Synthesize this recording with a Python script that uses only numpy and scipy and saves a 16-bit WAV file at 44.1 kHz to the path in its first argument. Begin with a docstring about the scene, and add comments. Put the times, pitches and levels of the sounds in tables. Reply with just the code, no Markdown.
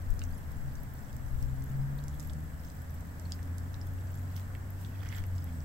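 """A thin trickle runs down a hanging chain of metal cups, close to the microphone in a garden.
Drops slap the wet metal and trapped bubbles plip over a fine spray; now and then the stream
surges and spills onto the ground. Far off, an engine's exhaust drones over the hum of the town,
slowing and then pulling away. A breeze nudges the microphone, mostly on its left port."""
import sys
import numpy as np
from scipy import signal
from scipy.fft import rfft, irfft
from scipy.io import wavfile
from scipy.ndimage import uniform_filter1d

SR = 44100
rng = np.random.default_rng(int(sys.argv[2]) if len(sys.argv) > 2 else 0)


def transcribe(signal):
    """Save signal, clipped to [-1, 1], as a 16-bit WAV file at the path in sys.argv[1]."""
    frames = np.atleast_2d(signal).T
    limited = np.clip(frames, -1, 1)
    pcm = np.round(limited * 32767).astype(np.int16)
    wavfile.write(sys.argv[1], SR, pcm)


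N = 248724

# loudest drops in the cups: start_s, level_db, pitch_hz, splash_db (higher is a harder landing), left_db
CLOSE_DROPS = [(0.1047, -50.5, 7900, -1.5, -2), (0.1928, -48.5, 6040, 3.5, -1),
               (0.217, -47.5, 1540, -2, -1), (0.218, -47.5, 2900, -11, -13), (0.238, -42.5, 6400, -6.5, 2),
               (0.379, -48, 10400, -24, -11), (0.5178, -51, 12900, -4, -3), (0.7539, -51.5, 6020, -5, 1),
               (0.834, -46.5, 12920, -12, -3), (0.9378, -45, 14500, -22, -9), (1.1664, -53, 12300, 2, -2),
               (1.4265, -55, 7402, 7, -4), (1.6408, -50, 11840, -9, -9), (1.9877, -55.5, 3800, -12, -8),
               (2.082, -54, 7610, 4, -5), (2.1973, -51.5, 7504, 6, -1), (2.2035, -45, 6840, -5, 0),
               (2.2281, -57, 7200, -1, -6), (2.273, -51.5, 11540, -21, -9), (2.297, -49, 3620, -7, -7),
               (2.3341, -57, 7666, 4.5, -4), (2.596, -60.5, 5462, -26, 2), (2.9061, -49, 12600, -23, 1),
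               (2.9435, -50, 15100, -2, 3), (3.1969, -55, 7580, 5, -3), (3.254, -53, 4300, -23, -1),
               (3.3209, -36, 5093, -4, -2), (3.391, -52, 1797, -12, -2), (3.5825, -50.5, 8107, 3.5, -4),
               (3.7427, -48.5, 3860, -7, -7), (3.814, -49.5, 5370, -16, 5), (3.8696, -48, 14320, -12, -9),
               (4.364, -53, 4760, 4, -4.5), (4.367, -46.5, 15000, -2.5, 0), (4.3769, -54, 2152, -6, -12),
               (4.5508, -49.5, 2060, 0, -5), (4.7047, -43, 13440, -15, 3), (4.8481, -50.5, 3505, -7.5, -10),
               (5.1254, -47.5, 2064, -5, -11), (5.2391, -54, 2080, 5.5, -4), (5.2661, -48, 12020, -12, 1),
               (5.3813, -54, 4770, -2, 2), (5.4424, -52.5, 11730, -1, -4)]
# colour of the fine splashes on the cup rims: frequency_hz, gain_db
RIM_SPECTRUM = [(1500, -21), (3000, -4), (5000, -3.5), (7500, -7), (11000, -10), (16000, -4)]
# surges of the stream: peak_s, added_flow_db (against the steady trickle)
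STREAM_SURGES = [(1.42, -3), (2.23, 2), (3.34, -6), (4.38, 2), (4.82, 3), (5.15, 4), (5.55, -5)]
# overflows landing on the ground: peak_s, level_db, rise_s
GROUND_SPILLS = [(4.39, -67, 0.049), (5.06, -58, 0.066), (5.175, -54, .07), (5.5, -71, 0.051)]
# colour of the spatter on the ground: frequency_hz, gain_db
SPATTER_SPECTRUM = [(600, -8), (1200, -4.5), (2050, 1.5), (2700, -20), (3250, -1), (3800, -13.5),
                    (4800, -8), (8000, -26), (16000, -17)]
# distant engine: time_s, firing_hz, level_db
ENGINE_RUN = [(0, 91.64, -42.5), (.3, 85, -38.5), (.5, 76.67, -52), (.65, 68.8, -43), (.9, 63.97, -53.5),
              (1.1, 61.16, -49.5), (1.42, 63.23, -36), (1.6, 66.3, -40.5), (1.85, 68.84, -33.5),
              (2.0, 71.48, -36.5), (2.25, 74, -37.5), (2.7, 80.54, -43), (3.15, 84.48, -43.5),
              (3.5, 87.2, -37.5), (4.3, 92.9, -39), (5.1, 96.08, -40.5), (5.35, 91.67, -35.5),
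              (5.64, 78.6, -37.5)]
# resonances of the exhaust and its path through the yard: frequency_hz, gain_db
EXHAUST_RESPONSE = [(60, -7.5), (66, -1), (69, -24), (75, -2), (96, 0.5), (110, -10), (126, -0.5),
                    (132, -1.5), (138, 1.5), (146, -5.5), (160, -12), (172, -12), (180, -25.5), (200, -24),
                    (220, -21), (263, -17), (275, -28.5), (292, -23), (330, -34)]
# colour of the town's hum: frequency_hz, gain_db
TOWN_SPECTRUM = [(20, -3), (45, -3), (70, 5), (105, -3), (135, 0.5), (185, -9.5), (265, -8.5), (345, -21.5),
                 (600, -19.5), (1150, -23.5), (1700, -22), (2050, -28.5), (2600, -40.5), (5000, -47)]
# likeness of the town's hum in left and right: frequency_hz, correlation
TOWN_LIKENESS = [(20, 0.82), (100, 0.97), (200, 0.63), (350, 0.66), (700, 0.27), (1300, -0.16),
                 (3000, -0.036)]
# colour of the hiss of far water and air: frequency_hz, gain_db
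HISS_SPECTRUM = [(1200, -28), (2600, 2), (4200, -1.5), (6000, -4), (8000, 3), (12000, -1.5), (16000, -1.5)]
# gusts on the microphone: peak_s, level_db, rise_and_fall_s
MIC_GUSTS = [(.16, -34, 0.13), (.65, -37, 0.11), (1.42, -36, .18), (1.8, -41, 0.35), (2.3, -41, .12),
             (3.85, -45.5, 0.19), (5.3, -43.5, 0.24)]
# puffs of air on the left port: centre_s, level_db, swing_hz
LEFT_PUFFS = [(0.117, -17.5, 24.3), (1.344, -26, 20)]
# colour of the microphone ports: frequency_hz, left_db, right_db
PORT_RESPONSE = [(2390, 3, 2.5), (3270, -0.5, 2.5), (4040, 1, 1.5), (5250, 7, -0.5), (4950, 5.5, 5.5),
                 (6270, -0.5, 7), (7320, 3, 1), (7000, 4, 10), (8360, -4, 3), (9100, -6, -1.5),
                 (9670, -26, 6), (9230, -37, -6.5), (10400, -31, -3.5), (11660, 5.5, 12.5),
                 (11870, -2.5, 0.5), (13000, 3.5, 8.5), (14800, 7.5, -5.5), (15500, 4, 10)]


def drops(rows, ring_db=2, splash_boost_db=3.5, tick_db=-4, overtone=1.27, overtone_db=-2):
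    """Close up, each drop slaps the wet metal: a crisp tick, a pitched splash, a brief two-note ring."""
    out, t = np.zeros((2, N)), np.arange(SR // 100) / SR
    for start_s, level_db, hz, splash_db, left_db in rows:
        tick = unit(band(rng.standard_normal((2, len(t))), 3800, 13600)) * np.exp(-t / 0.00047)
        slap = unit(band(rng.standard_normal((2, len(t))), hz / 1.5, hz * 1.5)) * np.exp(-t / 0.0014)
        splash = undb(splash_db + splash_boost_db) * (slap + undb(tick_db) * tick)
        life_s = 0.00028 * np.sqrt(5000 / hz)  # small, high bubbles die sooner
        # a soft landing of a big drop rings longer and purer
        softness = min(undb(-splash_db) / 6, 2.4) * min(9000 / hz, 1)
        note = bubble(t, hz, life_s * (1 + softness), glide=0.0008)
        note += undb(overtone_db - 6.1 * softness) * bubble(t, hz * overtone, life_s, glide=0)
        add(out, start_s, undb(level_db) * (undb(ring_db) * note + splash), left_db)
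    return out


def faint_drops(per_s=7, level_db=-58, lo_hz=5500, hi_hz=15500):
    """Smaller drops land in the cups further along the chain, at random times and pitches."""
    count = int(per_s * N / SR)
    when, pitch = rng.random((count, 2)).T
    size, splash, side = np.clip(rng.standard_normal((count, 3)), -1.5, 1.5).T
    pitch_hz = lo_hz * (hi_hz / lo_hz) ** pitch
    splash_db, left_db = -8 + 8 * splash, -3 + 4 * side
    return drops(np.column_stack([when * N / SR, level_db + 2.5 * size, pitch_hz, splash_db, left_db]))


def bubble(t, hz, life_s, glide):
    """A trapped bubble swells and dies, gliding upward; the two ports hear it slightly out of step."""
    phase = 2 * np.pi * hz * t * (1 + glide * t / life_s)
    lag = rng.uniform(-np.pi / 3, np.pi / 3) * np.array([[0], [1]])
    return t / life_s * np.exp(1 - t / life_s) * np.sin(phase + lag)


def trickle(plips_db=-79, spray_db=-73, rims_db=-77, spurt_db=4.5):
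    """The thin stream comes in spurts and breaks into small plips, finer spray and ticks on the rims."""
    plips = droplets(per_s=60, lo_hz=2810, hi_hz=8420, life_s=0.0005, spread_db=-1, left_db=4.5)
    spray = droplets(per_s=170, lo_hz=6930, hi_hz=16100, life_s=0.00026, spread_db=0.5, left_db=2)
    rims = patter(per_s=87, spread_db=0, spectrum=RIM_SPECTRUM)
    spurts = unit(undb(spurt_db * np.clip(wander(20), -2, 2)))
    return flow() * spurts * (undb(plips_db) * plips + undb(spray_db) * spray + undb(rims_db) * rims)


def flow():
    """Strength of the stream: steady at 1, with brief surges."""
    return 1 + sum(swell(peak_s, db, rise_s=0.029, fall_s=0.029) for peak_s, db in STREAM_SURGES)


def droplets(per_s, lo_hz, hi_hz, life_s, spread_db, left_db):
    """Tiny bubbles ring at random times, pitches and lengths."""
    out, t = np.zeros((2, N)), np.arange(SR // 120) / SR
    for when, pitch, size, life, side in rng.random((int(per_s * N / SR), 5)):
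        hz = lo_hz * (hi_hz / lo_hz) ** pitch
        note = bubble(t, hz, life_s * 4 ** (2 * life - 1), glide=0.006)
        level_db = spread_db * min(-np.log(size), 3) - 6 * life  # longer notes start softer
        add(out, when * N / SR, undb(level_db) * note, left_db + 10 * (side - .5))
    return unit(out)


def patter(per_s, spread_db, spectrum):
    """Water strikes a surface in random clicks of uneven size."""
    hits = rng.random(N) < per_s / SR
    sizes = undb(spread_db * np.minimum(rng.exponential(1, N), 2.5))
    return unit(colour(hits * sizes * rng.standard_normal((2, N)), spectrum))


def spill(left_db=-6, gurgle_db=-1, dribble_db=-76.5):
    """Water that misses the cups spatters on the ground to the right, building up and stopping short."""
    clicks = patter(per_s=700, spread_db=-1, spectrum=SPATTER_SPECTRUM)
    gurgle = droplets(per_s=200, lo_hz=1396, hi_hz=3535, life_s=0.00048, spread_db=2, left_db=1.5)
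    overflow = sum(swell(peak_s, db, rise_s, fall_s=0.023) for peak_s, db, rise_s in GROUND_SPILLS)
    return pan(unit(clicks + undb(gurgle_db) * gurgle) * (undb(dribble_db) + overflow), left_db)


def garden_echo(x, wet_db=-13, t60_s=0.073, build_up_s=0.008):
    """Cups, wall and leaves scatter each drop into a short, faint tail."""
    t = np.arange(SR // 3) / SR
    envelope = np.minimum(t / build_up_s, 1) * np.exp(-np.log(1000) * t / t60_s)
    echo = band(rng.standard_normal((2, len(t))), 1340, 5800) * envelope
    echo /= np.sqrt(np.sum(echo ** 2, axis=1, keepdims=True))
    return x + undb(wet_db) * signal.fftconvolve(x, echo, axes=1)[:, :N]


def distant_engine(half_order_db=-19, waver_db=1.3, wobble=0.004):
    """Far off, low exhaust harmonics swell and fade as they glide through fixed resonances."""
    firing_hz, level_db = over_time(ENGINE_RUN)
    phase = 2 * np.pi * np.cumsum(firing_hz * (1 + wobble * wander(12))) / SR
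    out = 0
    for order in (1, 1.5, 2, 3, 4):  # unequal cylinders give the half order
        resonance_db = np.interp(order * firing_hz, *np.transpose(EXHAUST_RESPONSE))
        order_db = level_db + resonance_db + (half_order_db if order % 1 else 0)
        out += undb(order_db + waver_db * wander(12)) * np.sin(order * phase)
    return out


def town_hum(level_db=-45.5, waver_db=0.51):
    """The town hums beyond the garden, alike on both sides in the bass and wider above."""
    mid, side = rfft(rng.standard_normal((2, N)))
    likeness = over_bins(TOWN_LIKENESS)
    hum = irfft(mid * np.sqrt(1 + likeness) + side * np.sqrt(1 - likeness) * np.array([[1], [-1]]), N)
    return unit(colour(hum, TOWN_SPECTRUM)) * undb(level_db + waver_db * wander(3.008))


def air(hiss_db=-65, flow_power=0.77, whine_hz=7930, whine_db=-80):
    """A hiss of far water and air rises with the stream, beside a faint, thin whine."""
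    hiss = unit(colour(rng.standard_normal((2, N)), HISS_SPECTRUM)) * flow() ** flow_power
    whine = unit(band(rng.standard_normal((2, N)), whine_hz - 20, whine_hz + 20))
    return undb(hiss_db) * hiss + undb(whine_db + 2 * wander(2.2)) * whine


def breeze(calm_db=-58.5, right_db=-9, puff_s=0.012):
    """Slow eddies push on the microphone ports in gusts, mostly on the left one."""
    strength = undb(calm_db) + sum(swell(peak_s, db, ramp_s, ramp_s) for peak_s, db, ramp_s in MIC_GUSTS)
    eddies = unit(band(rng.standard_normal((2, N)), 4.3, 41))
    out = eddies * strength * undb([[0], [right_db]])
    for centre_s, level_db, swing_hz in LEFT_PUFFS:
        t = np.arange(N) / SR - centre_s
        out[0] -= undb(level_db) * np.exp(-(t / puff_s) ** 2 / 2) * np.sin(2 * np.pi * swing_hz * t)
    return out


def undb(db):
    """Decibels to gain."""
    return 10 ** (np.asarray(db) / 20)


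def unit(x):
    """Scale to rms 1."""
    return x / np.sqrt(np.mean(x ** 2))


def over_time(table):
    """Each column of a time table, sample by sample."""
    time_s, *columns = np.transpose(table)
    return [np.interp(np.arange(N) / SR, time_s, column) for column in columns]


def over_bins(points):
    """Points of frequency_hz, value joined on a log-frequency axis."""
    hz, value = np.transpose(points)
    return np.interp(np.log(np.arange(N // 2 + 1) * SR / N + 1), np.log(hz), value)


def colour(x, points):
    """Minimum-phase filter through points of frequency_hz, gain_db."""
    cepstrum = irfft(np.log(undb(over_bins(points))), N)
    cepstrum[1:N // 2] *= 2
    cepstrum[N // 2 + 1:] = 0
    return irfft(rfft(x) * np.exp(rfft(cepstrum)), N)


def band(x, lo_hz, hi_hz):
    """Gentle band-pass."""
    sos = signal.butter(2, [lo_hz, min(hi_hz, SR / 2 - 1)], "band", fs=SR, output="sos")
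    return signal.sosfilt(sos, x)


def wander(rate_hz):
    """Smooth random drift with rms 1."""
    hold = int(SR / rate_hz)
    steps = np.repeat(rng.standard_normal(N // hold + 1), hold)
    return unit(uniform_filter1d(uniform_filter1d(steps, hold), hold)[:N])


def swell(peak_s, db, rise_s, fall_s):
    """A gain that grows exponentially to its peak and dies away."""
    t = np.arange(N) / SR - peak_s
    return undb(db) * np.exp(-np.maximum(-t / rise_s, t / fall_s))


def pan(sound, left_db):
    """Set the left channel left_db above the right."""
    return sound * undb([[left_db / 2], [-left_db / 2]])


def add(out, start_s, sound, left_db):
    """Mix a sound in at start_s, leaning left or right."""
    i = int(np.clip(start_s * SR, 0, N - 1))
    out[:, i:i + sound.shape[-1]] += pan(sound, left_db)[:, :N - i]


def scene():
    """Water close in front, engine and town far behind, breeze on the microphone."""
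    water = drops(CLOSE_DROPS) + faint_drops() + trickle() + spill()
    return garden_echo(water) + distant_engine() + town_hum() + air() + breeze()


def record(dry, top_hz=15720):
    """Each microphone port has its own treble notch; the recorder cuts the top."""
    hz, *ports_db = np.transpose(PORT_RESPONSE)
    heard = np.array([colour(x, np.column_stack([hz, db])) for x, db in zip(dry, ports_db)])
    return signal.sosfilt(signal.ellip(10, .2, 80, top_hz, fs=SR, output="sos"), heard)


dry = scene()
out = record(dry)
transcribe(out)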